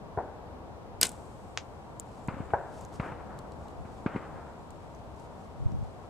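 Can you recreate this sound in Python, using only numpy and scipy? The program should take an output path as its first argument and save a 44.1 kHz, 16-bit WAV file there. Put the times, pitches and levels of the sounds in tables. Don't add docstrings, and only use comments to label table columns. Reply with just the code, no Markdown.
import sys
import numpy as np
from scipy import signal
from scipy.fft import rfft, irfft
from scipy.io import wavfile
from scipy.ndimage import uniform_filter1d

SR = 44100
rng = np.random.default_rng(int(sys.argv[2]) if len(sys.argv) > 2 else 0)


def dump_mix(stems):
    frames = np.atleast_2d(stems).T
    limited = np.clip(frames, -1, 1)
    pcm = np.round(limited * 32767).astype(np.int16)
    wavfile.write(sys.argv[1], SR, pcm)


N = 268613
TIME = np.arange(N) / SR


def undb(db):
    return 10 ** (np.asarray(db) / 20)


def level(x, db=0):
    return x * undb(db) / np.sqrt(np.mean(x ** 2))


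def peak(x, db):
    return x * undb(db) / np.abs(x).max()


def add(out, start_s, x):
    i = int(start_s * SR)
    out[:, i:i + x.shape[-1]] += x[..., :N - i]


def fade(t60_s, size):
    return np.exp(-np.log(1000) * TIME[:size] / t60_s)


def swell(rise_s, t60_s, size):
    return (1 - np.exp(-(TIME[:size] / rise_s) ** 2)) * fade(t60_s, size)


def burst(start_s, db, t60_s, hold_s=0, rise_s=0.00083):
    age_s = np.maximum(TIME - start_s, 0)
    attack = 1 - np.exp(-(age_s / rise_s) ** 2)
    return undb(db) * attack * np.exp(-np.log(1000) * np.maximum(age_s - hold_s, 0) / t60_s)


def surges(rows):
    swells = [undb(db) * np.exp(-((TIME - mid_s) / half_s) ** 2 / 2) for mid_s, db, half_s in rows]
    return np.linalg.norm(swells, axis=0)


def walk(rate_hz):
    step = int(SR / rate_hz)
    return uniform_filter1d(np.repeat(rng.standard_normal(N // step + 1), step), step)[:N]


def colour(x, spectrum):
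    size = 4096
    hz, db = np.transpose(spectrum)
    bins_hz = np.arange(size // 2 + 1) * SR / size
    gain_db = np.interp(np.log(bins_hz + 1), np.log(hz), db)
    cepstrum = irfft(np.log(undb(gain_db)))
    cepstrum[1:size // 2] *= 2
    cepstrum[size // 2 + 1:] = 0
    response = irfft(np.exp(rfft(cepstrum)))[:size // 2]
    return signal.oaconvolve(x, response)[:len(x)]


def noise(spectrum, db=0):
    return level(colour(rng.standard_normal(N), spectrum), db)


def wash(spectrum, side_db, size):
    mid, side = (level(colour(rng.standard_normal(size + 2048), spectrum)[2048:]) for _ in range(2))
    return level(mid + undb(side_db) * np.array([side, -side]))


def ring(modes, size):
    return sum((-1) ** k * undb(db) * fade(t60_s, size) * np.sin(2 * np.pi * hz * TIME[:size])
               for k, (hz, db, t60_s) in enumerate(modes))


def knock(db, hz, octaves, t60_s, chatter, skirt_db):
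    size = 4096
    mid, side = chatter * rng.standard_normal((2, size)) * fade(t60_s, size)
    mid[0] += 1
    bands_hz = np.geomspace(20, 20000, 70)
    offset_oct = np.log2(bands_hz / hz)
    resonance = np.exp(-.5 * (offset_oct / octaves) ** 2)
    skirt = undb(skirt_db) * np.exp(-.5 * (offset_oct + 1) ** 2)
    spectrum = np.c_[bands_hz, 20 * np.log10(resonance + skirt + 1e-4)]
    return peak(np.array([colour(mid + sign * 0.52 * side, spectrum) for sign in (1, -1)]), db)


def far_traffic():
    # frequency in Hz, gain in dB.
    rumble = [(12, -46.5), (20, -19.5), (70, -1), (180, -8), (227, -8), (259, -10.5), (297, -10),
              (353, -12), (445, -10), (617, -10.5), (734, -9), (962, -13), (1040, -14.5), (2000, -35),
              (2600, -64.5), (4400, -120)]
    side_tilt = [(60, -5), (110, -10.5), (200, -4.5), (380, -1.5), (700, -8.5), (1290, -2), (2380, 7.5),
                 (4400, 2), (8120, 1), (15000, -4)]
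    hiss = [(1060, -27), (1800, -9), (2240, -1.5), (2460, -3.5), (2640, -4.5), (3440, -6.5), (11100, -20),
            (16000, -28.5)]
    tyres = [(800, -59.5), (915, -25.5), (940, 1), (965, -24.5), (1100, -57)]
    # time in seconds, gain in dB.
    drift = [(0, -46), (1, -47), (3.5, -45), (5.3, -47), (6.09, -46.5)]
    mid = noise(rumble)
    side = colour(noise(rumble), side_tilt) * undb(-1)
    whine = noise(tyres, db=-18)
    gain = undb(np.interp(TIME, *np.transpose(drift)) + 0.53 * walk(rate_hz=5.5))
    traffic = (mid + whine + np.array([side, -side])) * gain
    return traffic + wash(hiss, side_db=2.5, size=N) * undb(-66)


def insects():
    # centre in seconds, level in dB, half length in seconds.
    shrills = [(2.35, -75, 0.29), (4.2, -81, 0.81)]
    song = [(4000, -40.5), (6600, -11), (7300, 0), (8500, -7), (9600, -13.5), (13000, -35)]
    chorus = np.hypot(undb(-87), surges(shrills))
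    return wash(song, side_db=-8.5, size=N) * chorus * undb(2 * walk(rate_hz=40))


def wind():
    # frequency in Hz, gain in dB.
    buffet = [(15, -25), (40, -7), (75, -1.5), (130, -4.5), (220, -11.5), (400, -29), (1000, -67)]
    # centre in seconds, level in dB, half length in seconds.
    gusts = [(3.8, -40, 0.017), (4.355, -42, .018), (5.65, -32, 0.043), (5.78, -30, 0.059)]
    # start in seconds, peak in dB, centre in Hz.
    puffs = [(5.654, -28, 65.5), (5.721, -29.5, 116), (5.744, -36, 85), (5.784, -36, 75),
             (5.826, -30.5, 98)]
    breeze = undb(-57.5 + 3.5 * walk(rate_hz=9))
    eddies = noise(buffet) * np.hypot(breeze, surges(gusts))
    hard_eddy_s, half_s, hard_eddy_db = 5.664, .0028, -13.5
    age = (TIME - hard_eddy_s) / half_s
    eddies += undb(hard_eddy_db) * (1 - age ** 2) * np.exp(-np.minimum(age ** 2, 100) / 2)
    out = np.array([eddies, -eddies])
    for s, db, hz in puffs:
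        add(out, s, knock(db, hz, octaves=.7, t60_s=0.021, chatter=0.025, skirt_db=-30))
    return out


def roofed_guns():
    # start in seconds, thump peak in dB, crack peak in dB, tilt in dB per octave.
    shots = [(.1725, -28.5, -23.5, -3.5), (.185, -40, -23, -2), (2.5337, -28, -17, 0.5)]
    # frequency in Hz, gain in dB.
    shelter = [(100, -24.5), (280, -15.5), (400, -0.5), (510, -4.5), (620, 2), (790, 0.5), (960, -2),
               (1200, -17), (1550, -10), (2100, -28), (2900, -48), (6000, -75.5)]
    roof = undb(-4.5) * swell(rise_s=0.0021, t60_s=0.1, size=SR)
    roll = undb(-20) * swell(rise_s=0.0087, t60_s=0.97, size=SR)
    out = np.zeros((2, N))
    for s, thump_db, crack_db, tilt_db_oct in shots:
        spectrum = [(hz, db + tilt_db_oct * np.log2(hz / 800)) for hz, db in shelter]
        add(out, s, knock(thump_db, hz=94, octaves=0.61, t60_s=.02, chatter=0.025, skirt_db=-29))
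        add(out, s + 0.00198, peak(colour(signal.unit_impulse(2048), spectrum), crack_db))
        add(out, s, wash(spectrum, side_db=-12.5, size=SR) * (roof + roll) * undb(crack_db))
    return out


def open_guns():
    # start in seconds, boom peak in dB, boom in Hz, crack in dB.
    reports = [(2.2834, -21.5, 137, -32), (2.340, -29.5, 220, -45), (2.403, -25, 138, -46.5),
               (2.503, -44, 400, -43), (2.9971, -21, 131, -30.5), (3.119, -32, 131, -43.5),
               (3.851, -35, 129, -47.5), (4.061, -14.5, 190, -29.5), (4.149, -25, 139.4, -52),
               (4.160, -19.5, 217, -34.5)]
    # frequency in Hz, gain in dB.
    crack = [(200, -9), (500, -3), (900, 2.5), (1350, 3), (1750, -6), (2350, -3.5), (3200, -20),
             (4500, -27), (6000, -43), (14000, -75)]
    scrub = [(50, -4), (110, -14), (250, 2), (600, 2), (1300, 0), (1800, -7.5), (2400, -13), (3100, -22),
             (4200, -36), (8000, -55)]
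    trees = [(100, 8), (600, 4), (1500, 3), (2400, -18), (4000, -34), (10000, -72)]
    crack_gain = swell(rise_s=0.001, t60_s=0.064, size=4096)
    roll_gain = swell(rise_s=0.0092, t60_s=0.98, size=SR)
    delay_s, spread_s = .33, .065
    tree_gain = undb(-9.5) * np.exp(-((TIME[:SR] - delay_s) / spread_s) ** 2)
    out = np.zeros((2, N))
    for s, boom_db, hz, crack_db in reports:
        add(out, s, knock(boom_db, hz, octaves=0.78, t60_s=.02, chatter=0.023, skirt_db=-39))
        add(out, s, wash(crack, side_db=-9, size=4096) * crack_gain * undb(crack_db))
        patches = undb(crack_db - 10.5 + 2 * walk(rate_hz=36.3)[:SR])
        roll = wash(scrub, side_db=-12, size=SR) * roll_gain
        tree_echo = wash(trees, side_db=-9, size=SR) * tree_gain
        add(out, s, patches * (roll + tree_echo))
    return out


def clothes():
    # frequency in Hz, gain in dB.
    cloth = [(800, -9), (2000, 0), (4000, 0), (8000, 1.5), (10500, -6), (15000, -23)]
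    # centre in seconds, level in dB, half length in seconds.
    rubs = [(2.17, -71, 0.08), (2.785, -63.5, .05), (2.95, -61, 0.019), (3.05, -69.5, .05),
            (3.65, -72, .04), (3.97, -73, .06), (5.22, -70, 0.043), (5.4, -73.5, .04), (5.85, -75, 0.039)]
    start_s, rise_s = 1.8, 0.62
    stir = undb(-77) * np.clip((TIME - start_s) / rise_s, 0, 1)
    motion = np.hypot(stir, surges(rubs))
    return wash(cloth, side_db=-14, size=N) * motion * undb(2 * walk(rate_hz=120) + 1)


def fittings():
    # start in seconds, peak in dB, centre in Hz.
    clicks = [(1.0838, -34, 8500), (1.0925, -26.5, 8300), (1.1173, -34.5, 7850), (1.9980, -22, 7900),
              (2.276, -42, 7480), (2.811, -42, 7430), (2.8502, -40, 6900), (4.9493, -49, 6460),
              (5.197, -51, 6960), (5.719, -50.5, 6010)]
    out = np.zeros((2, N))
    for s, db, hz in clicks:
        add(out, s, knock(db, hz, octaves=0.2, t60_s=.006, chatter=.3, skirt_db=-19))
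        add(out, s, knock(db - 10, hz, octaves=0.73, t60_s=0.032, chatter=.35, skirt_db=-16))
    return out


def quiver():
    # start in seconds, level in dB, tilt in dB per octave.
    taps = [(3.3896, -37.5, 2.5), (3.521, -45.5, -10.5), (3.6833, -47.5, -14), (4.706, -42.5, -1)]
    # frequency in Hz, gain in dB, T60 in seconds.
    shaft_modes = [(2860, -13, .04), (4040, -1.5, 0.014), (4500, -5, 0.03), (7700, -1, .016),
                   (8791, -5, .018)]
    out = np.zeros((2, N))
    for s, tap_db, tilt_db_oct in taps:
        modes = [(hz, db + tilt_db_oct * np.log2(hz / 5000), t60_s) for hz, db, t60_s in shaft_modes]
        add(out, s, peak(ring(modes, size=4096), tap_db - 7))
        add(out, s, knock(tap_db - 1.5, hz=6050, octaves=0.73, t60_s=0.008, chatter=.35, skirt_db=-25))
    return out


def arrow():
    # frequency in Hz, gain in dB.
    target = [(200, -24), (700, -8), (1400, -0.5), (3000, -2.5), (4500, -7.5), (6300, -5), (7600, -13),
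              (9000, -25), (13000, -46)]
    vanes = [(2000, -18.5), (5500, -6), (8200, 0), (10500, -10.5), (15000, -22.5)]
    flight = wash(vanes, side_db=-4.5, size=SR) * fade(t60_s=3.4, size=SR) * undb(-64.5)
    smack = peak(colour(signal.unit_impulse(2048), target), db=-11)
    scatter = wash(target, side_db=-6, size=16384) * fade(t60_s=0.12, size=16384) * undb(-38.5)
    out = np.zeros((2, N))
    add(out, 1.06, flight)
    add(out, 1.5749, np.array([np.roll(smack, 1), smack]))
    add(out, 1.5755, scatter)
    return out


def bow_buzz():
    # frequency in Hz, gain in dB.
    spectrum = [(88, -32), (150, -5.5), (230, 0.5), (352, -5.5), (1110, -5), (1320, -13), (1480, 1.5),
                (1700, -9), (2600, -6), (6600, -8), (7860, -3.5), (10300, -10.5), (15500, -31.5)]
    loose_s, slam_s = 1.0135, 1.0295
    whip = burst(loose_s, db=-31.5, t60_s=0.18)
    slam = burst(slam_s, db=-22, t60_s=.04)
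    rattle = burst(slam_s, db=-32.5, t60_s=0.082, hold_s=0.027)
    shiver = burst(slam_s, db=-45.5, t60_s=.36)
    envelope = np.linalg.norm([whip, slam, rattle, shiver], axis=0)
    contact = undb(2.9 * walk(rate_hz=700))
    return wash(spectrum, side_db=-11.5, size=N) * envelope * contact


def bow():
    # frequency in Hz, gain in dB, T60 in seconds.
    jaw_modes = [(2800, -14, 0.0083), (4637, -6, 0.0091), (5100, -4, .01), (6514, -8.5, .006),
                 (8100, 0, 0.00881), (8790, -4.5, .008), (10350, -3.5, .006), (12300, -1.5, 0.0049),
                 (13900, -7, .005)]
    stop_modes = [(2900, -9, .03), (3120, -2.5, .025), (4533, -2.5, .025), (4900, -1.5, 0.018),
                  (5320, -4.5, 0.019), (6500, 1, 0.016), (7695, -6, 0.039), (8800, -7, .018)]
    bow_modes = [(200, -2, .17), (249, 1, 0.21), (503, -1, 0.12), (1020, -5.5, .08), (1450, 0, .11),
                 (2070, 1, .1), (3145, 3, .08), (3470, -0.5, 0.099), (4076, -0.5, 0.13), (4600, 2, .07),
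                 (5071, 0.5, .1), (6880, 1, .12), (7822, -4.5, 0.1494), (8640, -0.5, 0.17)]
    # start in seconds, peak in dB.
    release = [(1.0113, -29), (1.0134, -10.5), (1.0134, -13.5), (1.0182, -25.5)]
    # start in seconds, peak in dB, centre in Hz, width in octaves, T60 in seconds.
    blows = [(1.0265, -18.5, 3197, 0.86, .03), (1.0293, -15, 3900, 0.47, .012),
             (1.0309, -3.5, 4940, 0.67, .003), (1.0313, -9, 6030, 0.59, .007),
             (1.0320, -8, 10490, 0.18, .006), (1.0513, -21.5, 9000, .45, .008),
             (1.0557, -17, 6750, 0.5, 0.00398), (1.0682, -21.5, 8230, 0.29, .012)]
    out = np.zeros((2, N))
    for s, db in release:
        add(out, s, peak(ring(jaw_modes, size=2048), db))
    for s, *blow in blows:
        add(out, s, knock(*blow, chatter=0.22, skirt_db=-23))
    add(out, 1.0303, peak(ring(stop_modes, size=4096), db=-10))
    add(out, 1.031, peak(ring(bow_modes, size=16384), db=-24.5))
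    left, right = out + bow_buzz()
    quarter_sample_delay = np.sinc(np.arange(-8, 9) - .25) * np.hanning(17)
    return np.array([np.convolve(left, quarter_sample_delay, "same"), right])


def scene():
    shot = bow() + arrow()
    guns = open_guns() + roofed_guns()
    archer = clothes() + fittings() + quiver()
    return shot + guns + archer + insects() + wind() + far_traffic()


def record(dry):
    balance_db, top_hz = 2.14, 15400
    balanced = dry * undb(np.array([[balance_db], [-balance_db]]) / 2)
    lowpass = signal.ellip(8, .2, 70, top_hz, fs=SR, output="sos")
    return signal.sosfilt(lowpass, np.tanh(balanced))


dry = scene()
out = record(dry)
dump_mix(out)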